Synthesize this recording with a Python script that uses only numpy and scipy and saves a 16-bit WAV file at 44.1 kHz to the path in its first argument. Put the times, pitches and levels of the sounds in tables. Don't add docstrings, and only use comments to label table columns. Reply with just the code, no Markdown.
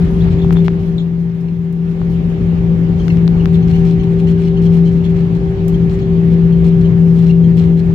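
import sys
import numpy as np
from scipy import signal
from scipy.fft import rfft, irfft, next_fast_len
from scipy.io import wavfile
from scipy.ndimage import uniform_filter1d, minimum_filter1d, map_coordinates

SR = 44100
rng = np.random.default_rng(int(sys.argv[2]) if len(sys.argv) > 2 else 0)


def ratio(d):
    e = np.asarray(d, float) / 20
    return 10 ** e


def generate_wav(sig):
    pcm = np.round(np.clip(np.atleast_2d(sig).T, -1, 1) * 32767).astype(np.int16)
    wavfile.write(sys.argv[1], SR, pcm)


N = 350154

# time in seconds, level in dB.
ROAR_LEVEL = [(0, -27.5), (.55, -27), (.8, -30.5), (1.17, -36), (1.72, -37.5), (2.0, -31.5), (2.25, -29.5),
              (3.4, -27.5), (4.2, -29), (4.8, -29), (5.3, -29), (6.9, -27.5), (7.6, -28), (7.94, -29.5)]


def unit(x):
    return x / np.sqrt(np.mean(x ** 2) + 1e-20)


def along(points, hz):
    f, v = np.transpose(points)
    return np.interp(np.log(hz + 1), np.log(f + 1), v)


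def curves(rows):
    s, *cols = np.transpose(rows)
    return [np.interp(np.arange(N) / SR, s, c) for c in cols]


def wobble(rate):
    knots = rng.standard_normal(int(N * rate / SR) + 4)
    return map_coordinates(knots, [np.arange(N) * rate / SR])


def lifts(rows):
    t = np.arange(0, N / SR + .002, .001)
    lift_db = sum(db * np.exp(-((t - s) / half) ** 4) for s, db, half in rows)
    return np.interp(np.arange(N) / SR, t, lift_db)


def filtered(x, response):
    m = next_fast_len(N + SR // 2)
    return irfft(rfft(x, m) * response(np.fft.rfftfreq(m, 1 / SR)), m)[..., :N]


def modes(table):
    def response(f):
        total = 0
        for k, (centre, width, db) in enumerate(table):
            damping = 1j * f * width
            total = total + (-1) ** k * ratio(db) * damping / (centre ** 2 - f * f + damping)
        return total
    return response


def sides(pan_db):
    return ratio(np.array([[.5], [-.5]]) * pan_db)


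def add(track, s, sound):
    part = track[:, round(s * SR):][:, :sound.shape[-1]]
    part += sound[..., :part.shape[-1]]


def rush(gain, patchy_db, size=(6, 10)):
    # frequency in Hz, left-right correlation.
    likeness = [(30, .995), (70, 0.98), (130, 1), (290, .93), (640, 0.37), (1410, -0.31), (3100, 0.089),
                (15000, -0.39)]
    # frequency in Hz, left over right in dB.
    side_lean = [(60, -1.5), (130, 4.5), (250, 1), (600, 4.5), (1300, 1.5), (2400, -2), (4400, 5.5),
                 (15000, -1)]
    z = signal.stft(rng.standard_normal((2, N)), nperseg=512)[2]
    field = uniform_filter1d(rng.standard_normal(z.shape[1:]), size=size[0], axis=0)
    field = uniform_filter1d(field, size=size[1], axis=1)
    pair = signal.istft(z * ratio(patchy_db * unit(field)), nperseg=512)[1][:, :N]

    def mid_side_gain(hz):
        turn = np.arccos(np.clip(along(likeness, hz), -1, 1)) / 2
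        return gain(hz) * [np.cos(turn), np.sin(turn)]

    mid, side = filtered(pair, mid_side_gain)
    left_right = np.array([mid + side, mid - side])
    return unit(filtered(left_right, lambda hz: sides(along(side_lean, hz))))


def roar():
    # frequency in Hz, density in dB per Hz.
    rumble_spectrum = [(12, -60.5), (22, -18.5), (40, -5), (57, 0.5), (70, -3.5), (85, -3), (120, -2),
                       (150, -5), (185, -1.5), (215, -43.5), (260, -120)]
    body_spectrum = [(150, -120), (190, -1), (215, -3.5), (250, -8), (310, -9), (400, -12.5), (500, -17),
                     (620, -24.5), (850, -35), (1300, -120)]
    hiss_spectrum = [(350, -29), (600, -8.5), (780, -4), (1100, -8.5), (1180, -8), (1350, -11), (1890, -11),
                     (3100, -16.5), (4800, -27), (7190, -34), (8200, -50.5), (10700, -69), (18000, -120)]
    air_spectrum = [(4120, -31.5), (7000, -2.5), (8340, -6.5), (11100, -2), (15100, -10), (15600, -13.5)]
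    cloth_spectrum = [(2500, -40), (4000, -2), (5200, 0), (6800, -6), (9000, -31)]
    # time in seconds, lift in dB, half length in seconds.
    rustles = [(.1, 4, .15), (.33, 2, .05), (.55, 4.5, .12), (.9, 3.5, .15), (1.22, 4.5, .03),
               (1.409, 7, 0.011), (1.909, 5, .03), (2.13, 5.5, .04), (2.302, 3, .015), (2.463, 4, .01),
               (3.086, 7, 0.1), (3.76, 5.5, .08), (3.897, 3, 0.026), (5.748, 4, 0.026), (5.93, 2.5, .04),
               (6.311, 2.5, .04), (7.15, 4.5, .15), (7.9, 2.5, .05)]
    # time in seconds, lift in dB, half length in seconds.
    jolts = [
        (0, 3, 0.092),
        (.29, 4.5, .08),
        (3.76, 3.5, 0.092),
        (7.1, -0.5, 0.17),
        (7.78, -3, 0.065),
        (7.9, 0.5, 0.036),
    ]
    level_db, = curves(ROAR_LEVEL)
    usual_db = np.median(level_db)
    swing_db = level_db - usual_db
    rustle_db, jolt_db, shake = lifts(rustles), lifts(jolts), wobble(4.4)

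    def layer(spectrum, patchy_db, **shape):
        return rush(lambda hz: ratio(along(spectrum, hz)), patchy_db, **shape)

    rumble_db = usual_db + 10.5 + 1.05 * swing_db + jolt_db
    hiss_db = usual_db - 11 + 0.82 * swing_db + 0.7 * jolt_db + 0.24 * shake
    air_db = usual_db - 35.5 + .6 * swing_db + rustle_db + .6 * shake + 1.2 * wobble(40)
    cloth_db = -69 + .6 * swing_db + 2.2 * rustle_db + 2.5 * wobble(60)

    resonance = modes([(164, 9, 0)])
    boom = ratio(rumble_db - 12) * rush(lambda hz: abs(resonance(hz)) ** 2, patchy_db=1.0)
    rumble = ratio(rumble_db) * layer(rumble_spectrum, 0.17)
    body = ratio(level_db + 1.98) * layer(body_spectrum, 0.68)
    hiss = ratio(hiss_db) * layer(hiss_spectrum, 1.4)
    air = ratio(air_db) * layer(air_spectrum, 1.6, size=(30, 4))
    cloth = ratio(cloth_db) * layer(cloth_spectrum, 2.5, size=(12, 2))
    return boom + rumble + body + hiss + air + cloth


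def cabin(x):
    # frequency in Hz, decay time t60 in seconds.
    decay_times = [(500, .25), (3000, 0.22), (10000, 0.04)]
    hz, t, z = signal.stft(rng.standard_normal((2, SR // 3)), SR, nperseg=256)
    decay = ratio(-60 * t / along(decay_times, hz)[:, None])
    tail = signal.istft(z * decay, SR, nperseg=256)[1]
    tail = tail / np.linalg.norm(tail[0])
    return signal.fftconvolve(x.mean(axis=0)[None], tail, axes=1)[:, :N]


def ticks():
    # start in seconds, peak in dB, left over right in dB, decay time t60 in seconds.
    contacts = [(0.4457, -44, 7, 0.02), (0.5265, -36.5, 4.5, 0.03), (.532, -42.5, 4.5, .07),
                (.648, -45.5, 3, .04), (.829, -48, -0.5, .015), (1.7257, -44, -7.5, 0.02),
                (3.2775, -41, 5.5, 0.019), (3.455, -39.5, 6, 0.018), (3.7597, -42.5, -4, 0.02),
                (3.855, -48.5, 1.5, 0.02), (4.746, -44, -1.5, 0.02), (5.681, -29.5, 1, 0.027),
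                (5.6944, -41.5, -0.5, 0.05), (6.645, -45, 3, 0.02), (7.287, -47, 1.5, 0.02),
                (7.568, -44, 2, .03)]
    out, t = np.zeros((2, N)), np.arange(SR // 10) / SR
    for s, db, pan_db, t60 in contacts:
        crack = rng.standard_normal((2, len(t)))
        add(out, s, ratio(db - 60 * t / t60) * sides(pan_db) * crack)
    return filtered(out, lambda hz: 1j * hz / (3000 + 1j * hz))


def squeaks():
    # start in seconds, peak in dB, pitch in Hz, length in seconds.
    rubs = [(0.019, -44, 3800, .013), (0.205, -36.5, 3370, 0.0099), (0.217, -37, 3790, 0.015),
            (0.382, -43, 3400, .03), (0.415, -39, 3510, 0.026), (0.562, -36, 3470, 0.03),
            (.98, -30.5, 3680, 0.011), (0.994, -39, 3450, .025), (1.482, -46, 2720, 0.013),
            (3.396, -43, 2850, 0.025), (2.991, -43, 3150, .037), (3.097, -34, 2120, .02),
            (3.099, -31, 2675, 0.014), (3.367, -49, 3470, .017), (3.541, -36, 3510, 0.016),
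            (3.624, -45, 3182, 0.024), (3.733, -37, 2970, 0.045), (3.997, -39.5, 3090, .026),
            (4.271, -37, 2980, .021), (4.469, -46, 2946, 0.021), (4.565, -39.5, 2980, 0.027),
            (4.66, -41, 3140, .013), (4.857, -45, 3105, .035), (5.039, -40.5, 3350, .039),
            (5.74, -37.5, 3200, .014), (6.012, -41.5, 3290, 0.015), (6.524, -43.5, 3150, .018),
            (6.846, -41.5, 3086, .025), (7.295, -33.5, 2780, .02), (7.435, -43.5, 3200, .024)]
    out, t = np.zeros((2, N)), np.arange(SR // 8) / SR
    for s, db, hz, length in rubs:
        knots = rng.standard_normal((3, 80))
        slip, *grip = [np.interp(t * 420, np.arange(len(k)), k) for k in knots]
        octave_db = -58 + .4 * (db + 40) - db
        octave_db += 4 * np.exp(-((2 * hz - 6250) / 450) ** 2)
        pan_db = 7.5 * (3300 - max(hz, 2700)) / 1000 + 1.5 * knots[1, -1]

        mean_slip = slip[:round(length * SR)].mean()
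        pitch_hz = hz * (1 + .04 * (slip - mean_slip))
        port_phase = [[0], [knots[0, 0] + 2.1]]
        phase = 2 * np.pi * np.cumsum(pitch_hz) / SR + port_phase
        trim_mode = np.sin(2 * np.pi * np.cumsum(4210 + 90 * slip) / SR)
        note = np.sin(phase) + ratio(octave_db) * (np.sin(2 * phase) + 1.4 * trim_mode)

        shape = (1 - np.exp(-t / 0.002)) * np.exp(-(t / max(length, .005)) ** 2)
        shape = shape * ratio(4.8 * np.array(grip))
        energy = np.sum(shape ** 2, axis=1, keepdims=True)
        shape = shape / np.sqrt(energy / (length * SR)) * 0.93
        add(out, s, ratio(db) * sides(pan_db) * shape * note)
    return out


def buzz(rotor_hz):
    # start in seconds, peak in dB, length in seconds.
    bursts = [(0.308, -42.5, .03), (0.646, -38.5, .03), (3.535, -39.5, .03), (3.675, -40, .04),
              (3.749, -43.5, .02), (3.854, -42, .085), (4.032, -37.5, .015), (4.107, -46, .035),
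              (4.19, -39.5, .02), (4.27, -39, .05), (4.384, -42, .1), (4.618, -39, 0.051),
              (4.721, -39.5, .035), (4.769, -40, .02), (4.853, -43, .045), (4.914, -49, 0.068),
              (5.04, -41, .025), (5.102, -42, .01), (5.162, -46, 0.05), (5.353, -44.5, 0.018),
              (5.897, -41, .06), (5.993, -41.5, .01), (6.301, -47, .04), (6.646, -42, .045),
              (6.81, -40, .01), (7.16, -42, .09), (7.26, -38.5, .055), (7.568, -37.5, .03),
              (7.61, -45, .05), (7.77, -43.5, .035)]
    # centre in Hz, width in Hz, level in dB.
    panel_modes = [(2300, 900, -1), (3490, 340, 0.5), (4050, 340, -1.5), (4500, 340, -3), (5000, 300, -8),
                   (5680, 160, -4), (6800, 1000, -14), (10800, 1500, -28), (14500, 2500, -26)]
    grille_modes = [(13500, 900, -2), (15400, 700, 1)]
    cycles = np.cumsum(rotor_hz * (1 + .045 * wobble(90))) / SR
    tap_db = 2.4 * rng.standard_normal(N).clip(-3, 1.5)
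    taps = np.diff(cycles // 1, prepend=0) * ratio(tap_db)
    contact = np.zeros(N)
    for s, db, length in bursts:
        contact[round((s - .003) * SR):round((s + length) * SR)] += ratio(db + 22)

    scrape_level = signal.fftconvolve(taps, np.exp(-np.arange(100) / 18.))[:N]
    strike = 2.3 * taps + .6 * scrape_level * rng.standard_normal((2, N))
    panel = filtered(strike * contact, modes(panel_modes))
    grille_drive = ratio(-50 + 5 * wobble(12)) + ratio(-32) * contact
    grille = filtered(strike * grille_drive, lambda hz: modes(grille_modes)(hz) ** 2)
    return (panel + grille) * ratio([[0], [-9]])


def pops():
    # time in seconds, peak in dB, width in ms, rebound share, rebound frequency in Hz.
    finger_taps = [(.4471, -10, 0.33, .4, 800), (0.5078, -5.5, 0.16, 0.37, 800),
                   (0.525, -16.5, .05, .5, 1200), (0.5287, -13, 0.073, 0.36, 900),
                   (0.559, -21, .16, 0.29, 700), (0.5573, -23, 0.17, .5, 700),
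                   (0.5695, -11, 0.12, 0.74, 800), (0.6821, 3, 0.13, 0.26, 750),
                   (2.0167, -13.5, 0.22, 0.62, 710), (3.0824, -9.5, 0.055, 0.22, 1305),
                   (3.081, -14.5, 0.041, 0.77, 1300), (3.172, -18, 0.04, 0.59, 1600),
                   (3.2787, -13, 0.053, 0.58, 3860), (3.2786, -17.5, 0.18, 0.83, 1000),
                   (3.4575, -7, 0.063, 0.56, 1200)]
    out, ms = np.zeros((2, N)), np.arange(-60, 300) / SR * 1000
    for s, db, width, share, hz in finger_taps:
        spike = 1 / (1 + (ms / width) ** 2) ** 1.7
        after = np.maximum(ms - width, 0)
        rebound = 2.07 * share * np.sin(2 * np.pi * hz * after / 1000) * np.exp(-after / 0.31)
        add(out, s + ms[0] / 1000, ratio(db) * (spike - rebound) * ratio([[0], [-24]]))
    return filtered(out, lambda f: 1 / (1 + (f / 6500) ** 8) ** .5)


def rotor_speed():
    return 168.47 + 0.44 * wobble(1.2)


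def tones(hum_phase):
    # time in seconds, level in dB.
    hum_level = [(0, -12), (.3, -12.5), (.52, -9), (.8, -14.5), (1.0, -16), (1.6, -17), (2.1, -15.5),
                 (2.68, -12.5), (2.95, -14.5), (3.4, -10.5), (3.95, -10.5), (4.8, -10), (5.3, -16),
                 (6.05, -13.5), (6.3, -11.5), (7.1, -9), (7.44, -7), (7.94, -13.5)]
    # multiple of the hum, level in dB relative to it.
    overtones = [(2, -33), (3, -36.5)]
    # time in seconds, pitch in Hz, level in dB.
    pump_course = [(0, 386.6, -26), (.6, 388, -23), (1.1, 387.5, -33.5), (1.8, 387.6, -32.5),
                   (2.1, 387.7, -29.5), (2.9, 388, -28.5), (3.3, 389.3, -26), (4.0, 387.5, -23),
                   (4.7, 389.3, -22), (5.3, 388.3, -24.5), (6.1, 387, -21), (7.94, 387.3, -25)]
    hum = np.sin(hum_phase)
    for multiple, db in overtones:
        hum = hum + ratio(db) * np.sin(multiple * hum_phase)
    hum_db = curves(hum_level)[0] + 1.36 * wobble(8)

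    pump_hz, pump_db = curves(pump_course)
    phase = 2 * np.pi * np.cumsum(pump_hz) / SR
    t = np.arange(N) / SR
    octave_db = curves(ROAR_LEVEL)[0] - 16 - 3 * abs(t - 4.1) ** 0.98
    octave_db += 2.5 * (wobble(3.3) + wobble(14))
    pump = ratio(pump_db + 1.1 * wobble(9)) * np.sin(phase + [[0], [.16]])
    octave = ratio(octave_db) * sides(11.0) * np.sin(2 * phase + [[0], [2.8]])

    whistle_hz = [7100 + 25 * wobble(30), 7400 + 25 * wobble(30)]
    whistle = np.sin(2 * np.pi * np.cumsum(whistle_hz, axis=1) / SR)
    whistle = ratio(-77.5 + 3 * wobble(2.8)) * (t > 1.8) * whistle
    return np.sqrt(2) * (ratio(hum_db) * hum * sides(5.37) + pump + octave + whistle)


def scene():
    rotor_hz = rotor_speed()
    hum_phase = 2 * np.pi * np.cumsum(rotor_hz) / SR
    trim = squeaks() + ticks()
    rattle = buzz(rotor_hz)
    reverberation = cabin(ratio(-6.5) * trim + ratio(-3.5) * rattle)
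    return roar() + reverberation + trim + rattle + pops() + tones(hum_phase)


def limited(x, hold=0.031):
    need = np.minimum(1, 1 / (abs(x).max(axis=0) + 1e-9))
    span = int(hold * SR) + 1
    return x * uniform_filter1d(minimum_filter1d(need, size=span), size=span // 2 + 1)


def band_limit(x):
    return signal.sosfilt(signal.butter(12, 15780, fs=SR, output="sos"), x)


def record(dry):
    mix = limited(dry)
    return band_limit(mix)


dry = scene()
out = record(dry)
generate_wav(out)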